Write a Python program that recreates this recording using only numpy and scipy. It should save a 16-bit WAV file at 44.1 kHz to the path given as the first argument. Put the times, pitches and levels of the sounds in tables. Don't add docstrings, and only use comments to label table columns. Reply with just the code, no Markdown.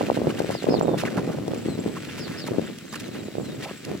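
import sys
import numpy as np
from scipy import signal
from scipy.fft import rfft, irfft
from scipy.io import wavfile
from scipy.ndimage import uniform_filter1d

SR = 44100
rng = np.random.default_rng(int(sys.argv[2]) if len(sys.argv) > 2 else 0)


def put_to_file(sound):
    columns = np.atleast_2d(sound).T
    safe = np.clip(columns, -1, 1)
    whole_steps = np.round(safe * 32767)
    wavfile.write(sys.argv[1], SR, whole_steps.astype(np.int16))


N = 176400


def amp(db):
    return 10 ** (np.asarray(db) / 20)


def unit(x):
    return x / np.sqrt(np.mean(x ** 2) + 1e-20)


def curve(rows):
    return np.interp(np.arange(N) / SR, *np.array(rows).T)


def colour(x, rows):
    hz, db = np.array(rows).T
    freqs = np.maximum(np.fft.rfftfreq(N, 1 / SR), 1)
    return irfft(rfft(x) * amp(np.interp(np.log(freqs), np.log(hz), db)), N)


def wander(per_s):
    step = max(int(SR / per_s), 2)
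    stairs = np.repeat(rng.standard_normal(N // step + 1), step)[:N]
    return unit(uniform_filter1d(stairs, step))


def add(out, start_s, x):
    i = int(np.clip(start_s * SR, 0, N - 1))
    out[i:i + len(x)] += x[:N - i]


def clicks(per_s, scatter_db):
    hits = (rng.random(N) < per_s / SR) * np.sign(rng.standard_normal(N))
    return hits * amp(scatter_db * rng.standard_normal(N))


def swell(progress, rise=0.16, fall=0.38):
    return np.clip(np.minimum(progress / rise, (1 - progress) / fall), 0, 1)


# frequency_hz, side_minus_mid_db
STEREO_WIDTH = [(100, -10), (1000, -13.5), (2500, -3), (5000, -1.5), (8000, 0), (13000, 4.5)]

def spread(x, smear_s=0.002):
    t = np.arange(N // 100) / SR
    scatter = rng.standard_normal(len(t)) * np.exp(-t / smear_s)
    smeared = irfft(rfft(x) * np.exp(1j * np.angle(rfft(scatter, N))), N)
    mid = colour(x, [(hz, -10 * np.log10(1 + amp(db) ** 2)) for hz, db in STEREO_WIDTH])
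    side = colour(smeared, [(hz, -10 * np.log10(1 + amp(-db) ** 2)) for hz, db in STEREO_WIDTH])
    return np.array([mid + side, mid - side])


# frequency_hz, gain_db
HISS_TONE = [(30, -8), (200, 0), (900, -8.5), (2000, 1), (4000, 1.5), (5300, -1), (6400, -5.5), (7500, 1),
             (9000, -6), (12000, -8.5), (15500, -5)]

def field_hiss(level_db=-49.5):
    return amp(level_db + .5 * wander(3.1)) * unit(colour(rng.standard_normal(N), HISS_TONE))


# start_s, length_s, level_db
BUZZES = [(.42, .11, -55), (1.59, 0.19, -52.5), (1.82, 0.26, -56.5), (3.35, .14, -58), (3.66, .16, -59)]
# frequency_hz, gain_db
BUZZ_TONE = [(5000, -60), (7500, -20), (7850, 4), (8100, -1), (8500, -24), (11000, -60)]

def insect():
    t = np.arange(N) / SR
    spells = sum(amp(db) * swell((t - start) / length, rise=.18, fall=.15) for start, length, db in BUZZES)
    return spells * unit(colour(rng.standard_normal(N), BUZZ_TONE))


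def note(hz, db):
    fade = swell(np.linspace(0, 1, len(hz)), rise=.2, fall=.2)
    return amp(db) * fade * np.sin(2 * np.pi * np.cumsum(hz) / SR)


def glide(length_s, start_hz, end_hz):
    return np.linspace(start_hz, end_hz, int(length_s * SR))


# start_s, length_s, level_db, top_hz, end_hz
WHISTLES = [(.518, .11, -41, 5000, 3200), (.682, .115, -38.5, 5150, 3300), (2.18, .114, -40, 5150, 3100),
            (2.358, .11, -38.8, 5134, 3150)]

def bird_whistles(crest=.3, voice_gap_hz=650, rasp_db=5.5):
    out, waver = np.zeros(N), 1 + .024 * wander(700)
    for start, length, db, top_hz, end_hz in WHISTLES:
        progress = np.linspace(0, 1, int(length * SR))
        fall = (np.abs(progress - crest) / (1 - crest)) ** 1.55
        hz = top_hz + (end_hz - top_hz) * fall
        hz *= np.roll(waver, -int(start * SR))[:len(hz)]
        add(out, start, note(hz, db) + note(hz - voice_gap_hz, db - 9))
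    return out * unit(amp(rasp_db * np.tanh(wander(400))))


# start_s, length_s, level_db, start_hz, end_hz
SLURS = [(.83, .15, -49.5, 3870, 3440), (1.668, .105, -47, 4390, 3800), (3.3, .09, -55, 4000, 3750),
         (3.428, .11, -49, 4220, 3680)]
LISPS = [(3.236, .026, -48, 7500, 6800), (3.412, .02, -46, 7400, 6900)]
# start_s, level_db
TRILL = [(2.822, -54), (2.895, -48), (2.968, -47), (3.039, -45.5), (3.108, -50), (3.181, -47.5),
         (3.262, -52)]
PEEPS = [(2.85, -51), (2.905, -50), (3.003, -51), (3.054, -51)]
CHIPS = [(.627, -42), (.824, -35), (1.574, -42.5), (1.797, -38.5), (2.66, -42), (2.889, -42), (3.198, -50),
         (3.551, -46.5), (3.769, -44)]

def bird_calls():
    out, quiver = np.zeros(N), 1 + .012 * wander(500)
    for start, length, db, start_hz, end_hz in SLURS + LISPS:
        hz = glide(length, start_hz, end_hz)
        add(out, start, note(hz * quiver[:len(hz)], db))
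    for rows, hz in ((TRILL, glide(.031, 4200, 3700)),
                     (PEEPS, glide(.02, 6250, 6450)),
                     (CHIPS, glide(.012, 7050, 7850))):
        for start, db in rows:
            add(out, start, note(hz, db))
    return out


def birds(echo_db=-12, echo_fade_s=.04):
    song = bird_whistles() + bird_calls()
    t = np.arange(N // 10) / SR
    tail = unit(rng.standard_normal(len(t)) * np.exp(-t / echo_fade_s)) / np.sqrt(len(t))
    echo = amp(echo_db) * signal.fftconvolve(song, tail)[:N]
    return spread(song + echo, smear_s=.0039)


# time_s, strength_db
GUSTS = [(0, -30), (.13, -32), (.28, -23.5), (.33, -33), (.4, -28.5), (.47, -33), (.5, -28), (.6, -43),
         (.69, -23.5), (.775, -27.5), (.89, -25.5), (1.0, -28.5), (1.13, -29.5), (1.27, -28), (1.43, -30),
         (1.55, -28), (1.63, -34), (1.69, -28), (1.82, -33), (1.88, -29), (2.02, -39.5), (2.13, -39.5),
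         (2.33, -34.5), (2.54, -33), (2.69, -38), (2.81, -45), (2.96, -39), (3.16, -36), (3.32, -40),
         (3.4, -32), (3.58, -37), (3.66, -40), (3.8, -48), (3.88, -36), (3.95, -34.5), (4, -45)]
# frequency_hz, gain_db
RUMBLE_TONE = [(20, -34), (40, -14), (65, -13), (110, -3), (170, .5), (260, -1.5), (450, -15.5), (900, -45),
               (3000, -80)]
FLUTTER_TONE = [(40, -44), (120, -11), (220, 0), (330, 0), (520, -8.5), (800, -22.5), (1300, -40.5),
                (2500, -52)]
SPUTTER_TONE = [(150, -28), (400, -1), (600, 1), (900, -6), (1250, -8), (2500, -30.5), (8000, -56)]

def wind(breeze_db=-31.5, puff_db=1.7):
    gust_db = curve(GUSTS) - breeze_db + puff_db * wander(32)
    shared = unit(clicks(per_s=300, scatter_db=2))
    big = np.array([shared + .4 * unit(clicks(per_s=500, scatter_db=2)) for _ in range(2)])
    small = np.array([clicks(per_s=330, scatter_db=3.5) for _ in range(2)])
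    tiny = small + .33 * small[::-1]
    rumble = unit(colour(big, RUMBLE_TONE)) * amp(-34.5 + .76 * gust_db)
    flutter = unit(colour(small, FLUTTER_TONE)) * amp(-33 + .99 * gust_db)
    sputter = unit(colour(tiny, SPUTTER_TONE)) * amp(-47 + 1.3 * gust_db)
    return rumble + flutter + sputter


# time_s, level_db, pitch_hz, left_minus_right_db
POPS = [(0.009, -9, 520, -5.5), (0.014, -11, 700, -7.5), (0.032, -14.5, 410, -6), (.087, -16, 520, -6),
        (0.101, -3, 606, 5.5), (0.117, -9.5, 450, -6), (.168, -15, 380, -6), (0.174, -10, 520, -7.5),
        (0.189, -12.5, 298, -5), (0.218, -9.5, 420, 6), (0.271, -7, 400, -7), (.277, -12.5, 400, 9),
        (0.301, -14, 310, 11), (0.404, -7.5, 487, 9), (0.417, -15, 420, 6), (0.446, -13, 428, 8),
        (0.493, -13.5, 393, 4), (0.504, -11, 520, 7.5), (0.552, -12.5, 544, 7.5), (0.625, -19.5, 470, -6),
        (0.643, -13, 450, -6), (.67, -12, 550, 7), (0.688, -4.5, 370, 9), (.696, -11, 430, -11),
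        (0.709, -10, 390, -7), (0.724, -9, 410, -4), (.735, -13, 430, 5), (0.742, -4.5, 560, -8),
        (0.75, -11, 500, -7), (.788, -13, 360, 12), (0.812, -5, 680, -10.5), (0.831, -11, 440, -6),
        (0.849, -12.5, 360, -9), (.856, -12, 420, -11), (0.882, -8, 520, -8), (0.889, -11, 340, -2),
        (0.895, -9, 464, -9), (0.938, -12, 480, -5), (0.944, -9, 520, -5), (1.037, -10.5, 637, -7),
        (1.197, -15, 390, -3), (1.277, -14.5, 337, 0), (1.386, -16.5, 450, 4), (1.481, -13.5, 460, 7),
        (1.536, -14, 490, -9), (1.562, -18, 450, 9), (1.661, -15, 260, 5), (1.686, -11.5, 307, 4.5),
        (1.791, -14, 270, 8), (1.862, -12, 335, 6), (1.88, -17, 370, -13), (2.489, -19, 370, -11),
        (2.51, -15, 300, -14), (2.518, -12.5, 317, 11), (2.585, -5.5, 342, 10.5), (2.595, -11, 413, 10.5),
        (3.09, -21, 310, -8), (3.285, -21, 340, -5), (3.354, -17.5, 440, -10), (3.384, -11, 380, -11),
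        (3.712, -21, 400, 4), (3.884, -21.5, 310, -5)]

def wind_pops(boost_db=1.7, rise_cycles=.16, fall_cycles=.32, lag_s_per_db=.00005):
    out, t = np.zeros((2, N)), np.arange(-N // 400, N // 400) / SR
    for time, db, hz, pan_db in POPS:
        for channel, lead_db in enumerate((pan_db, -pan_db)):
            cycles = (t + lead_db * lag_s_per_db / 2) * hz
            width = np.where(cycles < 0, rise_cycles, fall_cycles)
            pop = np.sin(2 * np.pi * cycles) / np.cosh(cycles / width)
            share = np.sqrt(2 / (1 + amp(-lead_db) ** 2))
            add(out[channel], time + t[0], pop * amp(db + boost_db) * share)
    return out


# time_s, level_db
CHURN_LEVEL = [(0, -40), (.2, -44.5), (.6, -42), (.88, -50.5), (1.12, -42.5), (1.42, -50), (1.58, -45),
               (1.85, -46), (2.25, -43), (2.7, -46.5), (2.83, -49.5), (3.1, -45), (3.4, -51.5), (3.7, -46),
               (4, -48)]
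# frequency_hz, gain_db
MUD_TONE = [(300, -10), (850, -15), (1300, -0.5), (1800, 1), (2600, -.5), (4000, -6.5), (7000, -13),
            (15000, -23)]

def mud_churn():
    crackle = unit(colour(clicks(per_s=1800, scatter_db=4.5), MUD_TONE))
    return crackle * amp(curve(CHURN_LEVEL) + 1.78 * wander(40))


# start_s, level_db, pitch_hz
THUDS = [(.272, -21.5, 156), (1.174, -14.5, 189), (2.928, -27, 220), (3.579, -29, 140)]

def hoof_thuds(fade_s=.013):
    out, t = np.zeros(N), np.arange(N // 20) / SR
    for start, db, hz in THUDS:
        add(out, start, amp(db) * np.sin(2 * np.pi * hz * t) * np.exp(-t / fade_s))
    return out


def bubbles(length_s, hz, per_s=900, ring_cycles=4, pitch_scatter=.348, pitch_rise=.077, scatter_db=4):
    out, t = np.zeros(int(length_s * SR) + N // 200), np.arange(N // 200) / SR
    count = int(np.clip(length_s * per_s, 4, 300))
    for k, (nudge, pitch, loudness) in enumerate(rng.standard_normal((300, 3))[:count]):
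        progress = (k + .5 + .5 * np.tanh(nudge)) / count
        cycles = t * hz * np.exp(pitch_scatter * pitch)
        age = cycles / ring_cycles
        ring = np.sin(2 * np.pi * cycles * (1 + pitch_rise * np.tanh(age / 2))) * np.exp(-age)
        add(out, progress * length_s, ring * swell(progress) * amp(scatter_db * loudness))
    return out / np.sqrt(np.sum(out ** 2) / (length_s * SR))


# start_s, length_s, bubble_db, spray_db, bubble_pitch_hz
SQUELCHES = [(0.136, 0.047, -41, -42, 2300), (.288, 0.033, -37.5, -43, 1890),
             (0.366, 0.033, -43.5, -47, 2300), (0.388, .014, -37.5, -36.5, 1700),
             (.503, 0.036, -39.5, -39, 1700), (0.972, 0.06, -36, -35.5, 2190),
             (1.046, .048, -34, -43.5, 1596), (1.166, .028, -29.5, -42, 1253), (1.311, .04, -44, -47, 1500),
             (1.954, 0.034, -38, -46, 1460), (2.083, 0.029, -41.5, -51, 2080), (2.17, .05, -44, -44, 2100),
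             (2.259, .13, -44.5, -48, 1770), (2.461, 0.029, -37, -40.5, 1520),
             (2.601, .12, -45.5, -56, 2290), (2.921, 0.035, -37.5, -40, 1666),
             (2.953, .018, -37, -39, 2110), (2.995, 0.021, -46.5, -38, 2000), (3.135, .035, -45, -50, 1800),
             (3.445, .022, -52, -47, 2000), (3.621, .04, -38.5, -41, 2600), (3.632, .055, -39, -56, 660),
             (3.666, .06, -42, -52, 1600), (3.843, .014, -43, -52, 2300)]
# time_s, level_db
DROPS = [(.796, -37), (1.48, -39), (1.546, -39), (2.476, -37), (2.786, -37.5), (2.956, -34.5), (3.081, -41),
         (3.851, -36), (3.975, -41.5)]
# frequency_hz, gain_db
SPRAY_TONE = [(500, -25), (1500, -8), (3000, 1.5), (4500, 0.5), (7000, -3), (10000, -6.5), (15000, -12.5)]

def hoof_squelches(drop_s=.0055):
    t = np.arange(N) / SR
    bubbling, spray_level = np.zeros(N), np.zeros(N)
    for start, length, bubble_db, spray_db, hz in SQUELCHES:
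        add(bubbling, start, amp(bubble_db) * bubbles(length, hz))
        spray_level += amp(spray_db) * swell((t - start) / length)
    for time, db in DROPS:
        spray_level += amp(db) * swell((t - time + drop_s / 3) / drop_s)
    spray = unit(colour(clicks(per_s=4000, scatter_db=3), SPRAY_TONE))
    return bubbling + spray_level * spray


def scene():
    mud = spread(hoof_squelches() + mud_churn()) * amp([[-.4], [.4]])
    hooves = mud + hoof_thuds()
    return hooves + wind() + wind_pops() + birds() + spread(insect() + field_hiss(), smear_s=.008)


def record(dry, low_cut_hz=75.5, high_cut_hz=15900):
    bass_cut = signal.butter(3, low_cut_hz, "high", fs=SR, output="sos")
    treble_cut = signal.ellip(10, .2, 80, high_cut_hz, fs=SR, output="sos")
    return signal.sosfilt(treble_cut, signal.sosfilt(bass_cut, dry))


dry = scene()
out = record(dry)
put_to_file(out)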